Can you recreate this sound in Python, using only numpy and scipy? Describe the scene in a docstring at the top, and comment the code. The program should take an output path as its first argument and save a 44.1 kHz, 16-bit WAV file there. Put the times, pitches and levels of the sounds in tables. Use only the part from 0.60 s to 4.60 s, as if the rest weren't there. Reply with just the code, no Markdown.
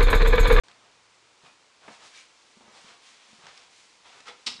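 """A narrow carpeted hallway, heard in mono as someone walks softly past the microphone and on.
Soles thud and brush on the pile, the boards beneath knock, and clothes swish, with small ticks and
brief rasps, over a steady hiss. The walk ends in a hard scuff and one sharp, bright snap,
a quick cluster of cracks that rings between the close walls."""
import sys
import numpy as np
from scipy import signal
from scipy.fft import rfft, irfft
from scipy.io import wavfile

SR = 44100
rng = np.random.default_rng(int(sys.argv[2]) if len(sys.argv) > 2 else 0)


def int16_out(signal):
    """Quantize to a 16-bit WAV file."""
    q = np.round(np.clip(np.atleast_2d(signal).T, -1, 1) * 32767)
    wavfile.write(sys.argv[1], SR, q.astype(np.int16))


N = 176400


def amp(db):
    """Decibels to gain."""
    return 10 ** (np.asarray(db) / 20)


def unit_rms(x):
    """Scales to rms 1."""
    return x / np.sqrt(np.mean(x ** 2) + 1e-20)


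def curve_at(points, hz):
    """Reads a table on a log-frequency axis."""
    freqs, values = np.transpose(points)
    return np.interp(np.log(hz + 1), np.log(freqs + 1), values)


def add(mix, start_s, sound):
    """Mixes a sound in at its start time."""
    part = mix[max(round(start_s * SR), 0):][:len(sound)]
    part += sound[:len(part)]


def coloured(x, colour, tilt=0):
    """Gives x a spectrum, tilted in dB per octave above 400 Hz, at rms 1."""
    hz = np.fft.rfftfreq(len(x), 1 / SR)
    octaves = np.log2(np.maximum(hz, 400))
    gain = amp(curve_at(colour, hz) + tilt * octaves)
    return unit_rms(irfft(rfft(x) * gain, len(x)))


def burst(noise, envelope):
    """Shapes noise in time so that it carries exactly the energy of the envelope."""
    return unit_rms(noise * envelope) * np.sqrt(np.mean(envelope ** 2))


def blows(rows, colour, rise_s, fall_s):
    """Short contacts with no clear pitch: a quick rise and an exponential fall."""
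    out, t = np.zeros(N), np.arange(SR // 2) / SR
    envelope = np.minimum(t / rise_s, 1) * np.exp(-np.maximum(t - rise_s, 0) / fall_s)
    for start, db, tilt in rows:
        noise = coloured(rng.standard_normal(len(t)), colour, tilt)
        add(out, start, amp(db) * burst(noise, envelope))
    return out


def friction(rows, colour, slip_share, slips_per_s=2500):
    """Fibres catch and slip in a fine hiss that swells and dies with each stroke."""
    out, t = np.zeros(N), np.arange(N) / SR
    for peak, rise, fall, db, tilt in rows:
        slips = unit_rms(rng.standard_normal(N) * (rng.random(N) < slips_per_s / SR))
        rubbing = np.sqrt(slip_share) * slips + np.sqrt(1 - slip_share) * rng.standard_normal(N)
        swell = np.exp(-.5 * ((t - peak) / rise) ** 2)
        fade = np.exp(1 - np.hypot(1, (t - peak) / fall * np.sqrt(2)))
        out += amp(db) * np.where(t < peak, swell, fade) * coloured(rubbing, colour, tilt)
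    return out


# The hiss behind the walk. Each row: frequency in Hz, relative level in dB.
HISS_COLOUR = [(20, -28), (40, -18), (70, -18.5), (110, -15.5), (160, -16), (220, -12), (340, -10),
               (480, -8), (650, -10), (1000, -5.5), (1300, -8), (1800, -10.5), (2350, -8), (2900, -10.5),
               (4500, -11), (7700, -16.5), (10400, -26.5), (12500, -34)]

def background(hiss_db=-60.5, hum_hz=114, hum_db=-78, hum_end_s=.82, hum_fade_s=.15):
    """Steady hiss, and a faint low hum that fades early."""
    t = np.arange(N) / SR
    hiss = coloured(rng.standard_normal(N), HISS_COLOUR)
    hum = np.sin(2 * np.pi * hum_hz * t) * np.clip((hum_end_s - t) / hum_fade_s, 0, 1)
    return amp(hiss_db) * hiss + amp(hum_db) * hum


# Ticks along the hallway. Each row: start in seconds, level in dB, tilt in dB per octave.
TICKS = [(0.0832, -46, -1.5), (0.1138, -50, 1), (2.8674, -43.5, 1.5), (2.8844, -49, 1), (2.9755, -44.5, 2),
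         (3.6036, -44, 0), (3.993, -47, -0.5)]
# Their tone. Each row: frequency in Hz, relative level in dB.
TICK_COLOUR = [(100, -11), (700, -5.5), (1600, 4.5), (3500, 0.5), (5500, -3.5), (8000, -11), (10500, -25.5)]

def ticks():
    """Small dry contacts that die within milliseconds."""
    return blows(TICKS, TICK_COLOUR, rise_s=.00097, fall_s=.0034)


# Soles on the carpet. Each row: peak, rise and fall in seconds, level in dB, tilt in dB per octave.
SCUFFS = [(0.095, .02, 0.047, -60.5, -1.5), (0.27, .08, 0.075, -63, -1.5), (0.86, 0.024, 0.037, -55.5, 0.5),
          (1.25, 0.028, 0.035, -55.5, -1.5), (1.335, .02, .04, -54.5, 2.5), (1.44, 0.038, 0.045, -54, -0.5),
          (2.085, 0.039, 0.045, -58, -2), (2.17, .03, .045, -55.5, -1.5), (2.3, 0.044, 0.047, -53.5, 0),
          (2.6, .14, 0.093, -61, 2), (2.878, 0.046, .04, -50.5, 0), (3.0, .05, 0.074, -57.5, 2.5),
          (3.462, 0.014, .045, -53, 1), (3.555, 0.036, 0.069, -54.5, 0.5), (3.684, 0.015, .018, -43, 2),
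          (3.72, .015, 0.02, -56, -2)]
# Their tone. Each row: frequency in Hz, relative level in dB.
SCUFF_COLOUR = [(40, -22), (150, -11.5), (300, -10.5), (450, -4), (650, -1), (1200, 1), (2000, -4.5),
                (3400, -4.5), (5500, -12.5), (8000, -20.5), (10500, -33)]

def scuffs():
    """Soles brush the pile with a grainy rub."""
    return friction(SCUFFS, SCUFF_COLOUR, slip_share=.45)


# Clothes passing the microphone.
# Each row: peak, rise and fall in seconds, level in dB, tilt in dB per octave.
SWISHES = [(0.1, 0.022, 0.044, -65, -4), (0.87, 0.038, .06, -65, 6), (1.33, 0.069, 0.059, -58.5, 2),
           (1.46, .035, 0.037, -52, 1.5), (1.572, 0.033, 0.047, -50, 0.5), (1.85, 0.18, 0.37, -64, 2),
           (2.18, .045, 0.071, -55.5, 1.5), (2.3, 0.044, 0.054, -56.5, 0.5), (2.48, 0.053, 0.078, -55.5, 1),
           (2.73, 0.11, 0.16, -59, 1.5), (2.96, 0.089, 0.094, -58.5, 0), (3.17, 0.056, 0.17, -58.5, 2),
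           (3.55, 0.086, 0.13, -60, 1), (3.69, 0.016, .02, -56, -2), (3.8, 0.046, 0.15, -61.5, 1.5)]
# Their tone. Each row: frequency in Hz, relative level in dB.
SWISH_COLOUR = [(60, -25), (400, -11.5), (1200, -8), (2300, -0.5), (3800, -1.5), (5500, -4), (7500, -8.5),
                (10500, -19)]

def clothes():
    """Cloth slides on cloth, smoother and brighter than the soles."""
    return friction(SWISHES, SWISH_COLOUR, slip_share=.31)


# Steps going by the microphone. Each row: start in seconds, level in dB, tilt in dB per octave.
STEPS = [(0.834, -59.5, -6), (1.2775, -41, 1), (2.006, -56.5, -2), (2.729, -62, -1), (3.452, -60, -1),
         (3.993, -55.5, 0)]
# Their tone. Each row: frequency in Hz, relative level in dB.
STEP_COLOUR = [(30, -24), (90, -18), (150, -5), (230, 0), (310, 2), (430, -7), (650, 0.5), (950, 0.5),
               (1400, -7.5), (2600, -14), (5000, -33), (10000, -43)]

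def footfalls():
    """Each sole lands with a thud that the carpet muffles."""
    return blows(STEPS, STEP_COLOUR, rise_s=.0029, fall_s=.017)


# Boards knocking under the carpet. Each row: start in seconds, level in dB, pitch in Hz.
KNOCKS = [(0.835, -57, 150), (0.872, -62, 170), (1.281, -62, 230), (1.968, -49, 210), (2.003, -49.5, 237),
          (2.041, -51.5, 210), (2.078, -51, 202), (2.13, -58, 210), (2.243, -51, 191), (2.266, -54, 216),
          (2.322, -64, 178), (2.684, -57, 210), (2.706, -59, 225), (2.729, -48.5, 205), (2.784, -58, 170),
          (2.835, -59, 159), (2.877, -60, 148), (3.402, -66, 180), (3.56, -64, 175), (3.865, -46, 231),
          (3.882, -43, 232), (3.91, -46.5, 245), (3.95, -51.5, 195), (3.985, -53, 218)]
# The thud in each knock. Each row: frequency in Hz, relative level in dB.
THUD_COLOUR = [(40, -17), (110, -15), (200, 0), (320, -4), (480, -6), (800, -13), (2000, -31), (8000, -48)]

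def boards(thud_db=-10, rise_s=.0037):
    """Each shift of weight gives a dull thud and one low, heavily damped mode."""
    thuds = [(start, db + thud_db, 0) for start, db, _ in KNOCKS]
    out = blows(thuds, THUD_COLOUR, rise_s, fall_s=.012)
    for start, db, hz in KNOCKS:
        add(out, start, mode(hz, db, t60_s=.068, rise_s=rise_s))
    return out


def mode(hz, db, t60_s, rise_s):
    """One dying resonance with a soft start."""
    t = np.arange(SR // 2) / SR
    envelope = np.minimum(t / rise_s, 1) * np.exp(-np.log(1000) * t / t60_s)
    return amp(db) * envelope * np.sin(2 * np.pi * (hz * t + rng.random()))


# Where the rubbing catches. Each row: peak and half length in seconds, pitch in Hz, level in dB.
RASPS = [(0.868, .018, 2460, -61.5), (1.549, 0.0088, 1730, -58.5), (1.572, .018, 2340, -57.5),
         (1.578, .02, 3680, -60), (3.693, 0.012, 468, -54), (3.684, .012, 1330, -51),
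         (3.689, .01, 1883, -54), (3.692, .01, 2173, -54.5), (3.695, .009, 3470, -52.5),
         (3.697, .008, 3894, -55), (3.715, 0.016, 860, -54.5)]

def rasps(half_width_hz=61):
    """Friction noise caught for a moment in a narrow resonance."""
    out = np.zeros(N)
    t = (np.arange(SR // 2) - SR // 4) / SR  # centred on the peak
    freqs = np.fft.rfftfreq(len(t), 1 / SR)
    for peak, half_length, hz, db in RASPS:
        resonance = 1 / (1 + ((freqs - hz) / half_width_hz) ** 2)
        tone = irfft(rfft(rng.standard_normal(len(t))) * resonance, len(t))
        envelope = np.exp(-.5 * (t / half_length) ** 2)
        add(out, peak + t[0], amp(db) * burst(tone, envelope))
    return out


# The snap's darkening cracks. Each row: start in seconds, level in dB, tilt in dB per octave.
CRACKS = [(3.8632, -33.5, 1.5), (3.866, -25, 2), (3.8688, -25.5, 1.5), (3.8725, -28.5, -1),
          (3.8757, -27, -2.5)]
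# Their tone. Each row: frequency in Hz, relative level in dB.
CRACK_COLOUR = [(60, -33), (130, -43), (300, -21), (550, -22.5), (900, -12), (1600, -14.5), (2400, -9),
                (3000, -5), (4400, -0.5), (5200, -3.5), (6200, -12.5), (8500, -18.5), (10500, -32)]
# What the snap sets ringing. Each row: pitch in Hz, level in dB on top of ring_db, t60 in seconds.
SNAP_MODES = [(915, -8, 0.23), (1243, 4, 0.14), (1946, -1, 0.27), (2320, -8, .2), (2960, 2, .17),
              (3730, -6, 0.18), (3890, -3, .18), (4100, -4.5, .22), (4280, -5, .22), (4700, -7, 0.17),
              (4890, -22, .17), (5600, -9, .2)]

def snap(ring_start_s=3.867, ring_db=-42.5):
    """Several cracks milliseconds apart, each echoed by the walls, and the ring that they leave."""
    out = np.zeros(N)
    for row in CRACKS:
        crack = blows([row], CRACK_COLOUR, rise_s=.0007, fall_s=.0061)
        out += hallway(crack, wet_db=-4.5)
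    for hz, db, t60_s in SNAP_MODES:
        add(out, ring_start_s, mode(hz, ring_db + db, t60_s, rise_s=.0054))
    return out


# The hallway's decay. Each row: frequency in Hz, t60 in seconds.
HALL_DECAY = [(100, 0.36), (400, 0.41), (1200, 0.37), (4000, 0.33), (10000, 0.31)]

def hallway(x, wet_db, gap_s=.008):
    """Adds dense reflections from the close walls, each band dying at its own speed."""
    reflections = rng.standard_normal(SR // 2) * (rng.random(SR // 2) < .1)
    hz, t, bands = signal.stft(reflections, SR, nperseg=256)
    decay = np.exp(-np.log(1000) * t / curve_at(HALL_DECAY, hz)[:, None])
    _, tail = signal.istft(bands * decay, SR)
    out = x.copy()
    add(out, gap_s, amp(wet_db) * signal.fftconvolve(x, tail / np.linalg.norm(tail)))
    return out


def scene():
    """The walk and the snap at the microphone, the same in both channels."""
    walker = footfalls() + scuffs() + clothes() + ticks() + rasps()
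    mono = hallway(walker, wet_db=-6.5) + hallway(boards(), wet_db=-11) + snap() + background()
    return np.array([mono, mono])


# The response of the recorder behind the microphone. Each row: frequency in Hz, gain in dB.
RECORDER_RESPONSE = [(20, 0), (9900, 0), (10500, -5), (10800, -17), (11050, -38), (11400, -23),
                     (12000, -20), (12500, -26)]

def record(dry):
    """The sound starts after a brief silence; the recorder loses the top treble, then cuts off steeply."""
    silence_s, cutoff_hz = .036, 12300
    started = dry * (np.arange(N) >= silence_s * SR)
    response = amp(curve_at(RECORDER_RESPONSE, np.fft.rfftfreq(2 * N, 1 / SR)))
    dulled = irfft(rfft(started, 2 * N) * response)[:, :N]
    lowpass = signal.firwin(255, cutoff_hz, window=("kaiser", 7), fs=SR)
    return signal.oaconvolve(dulled, lowpass[None], "same")


dry = scene()
out = record(dry)
int16_out(out)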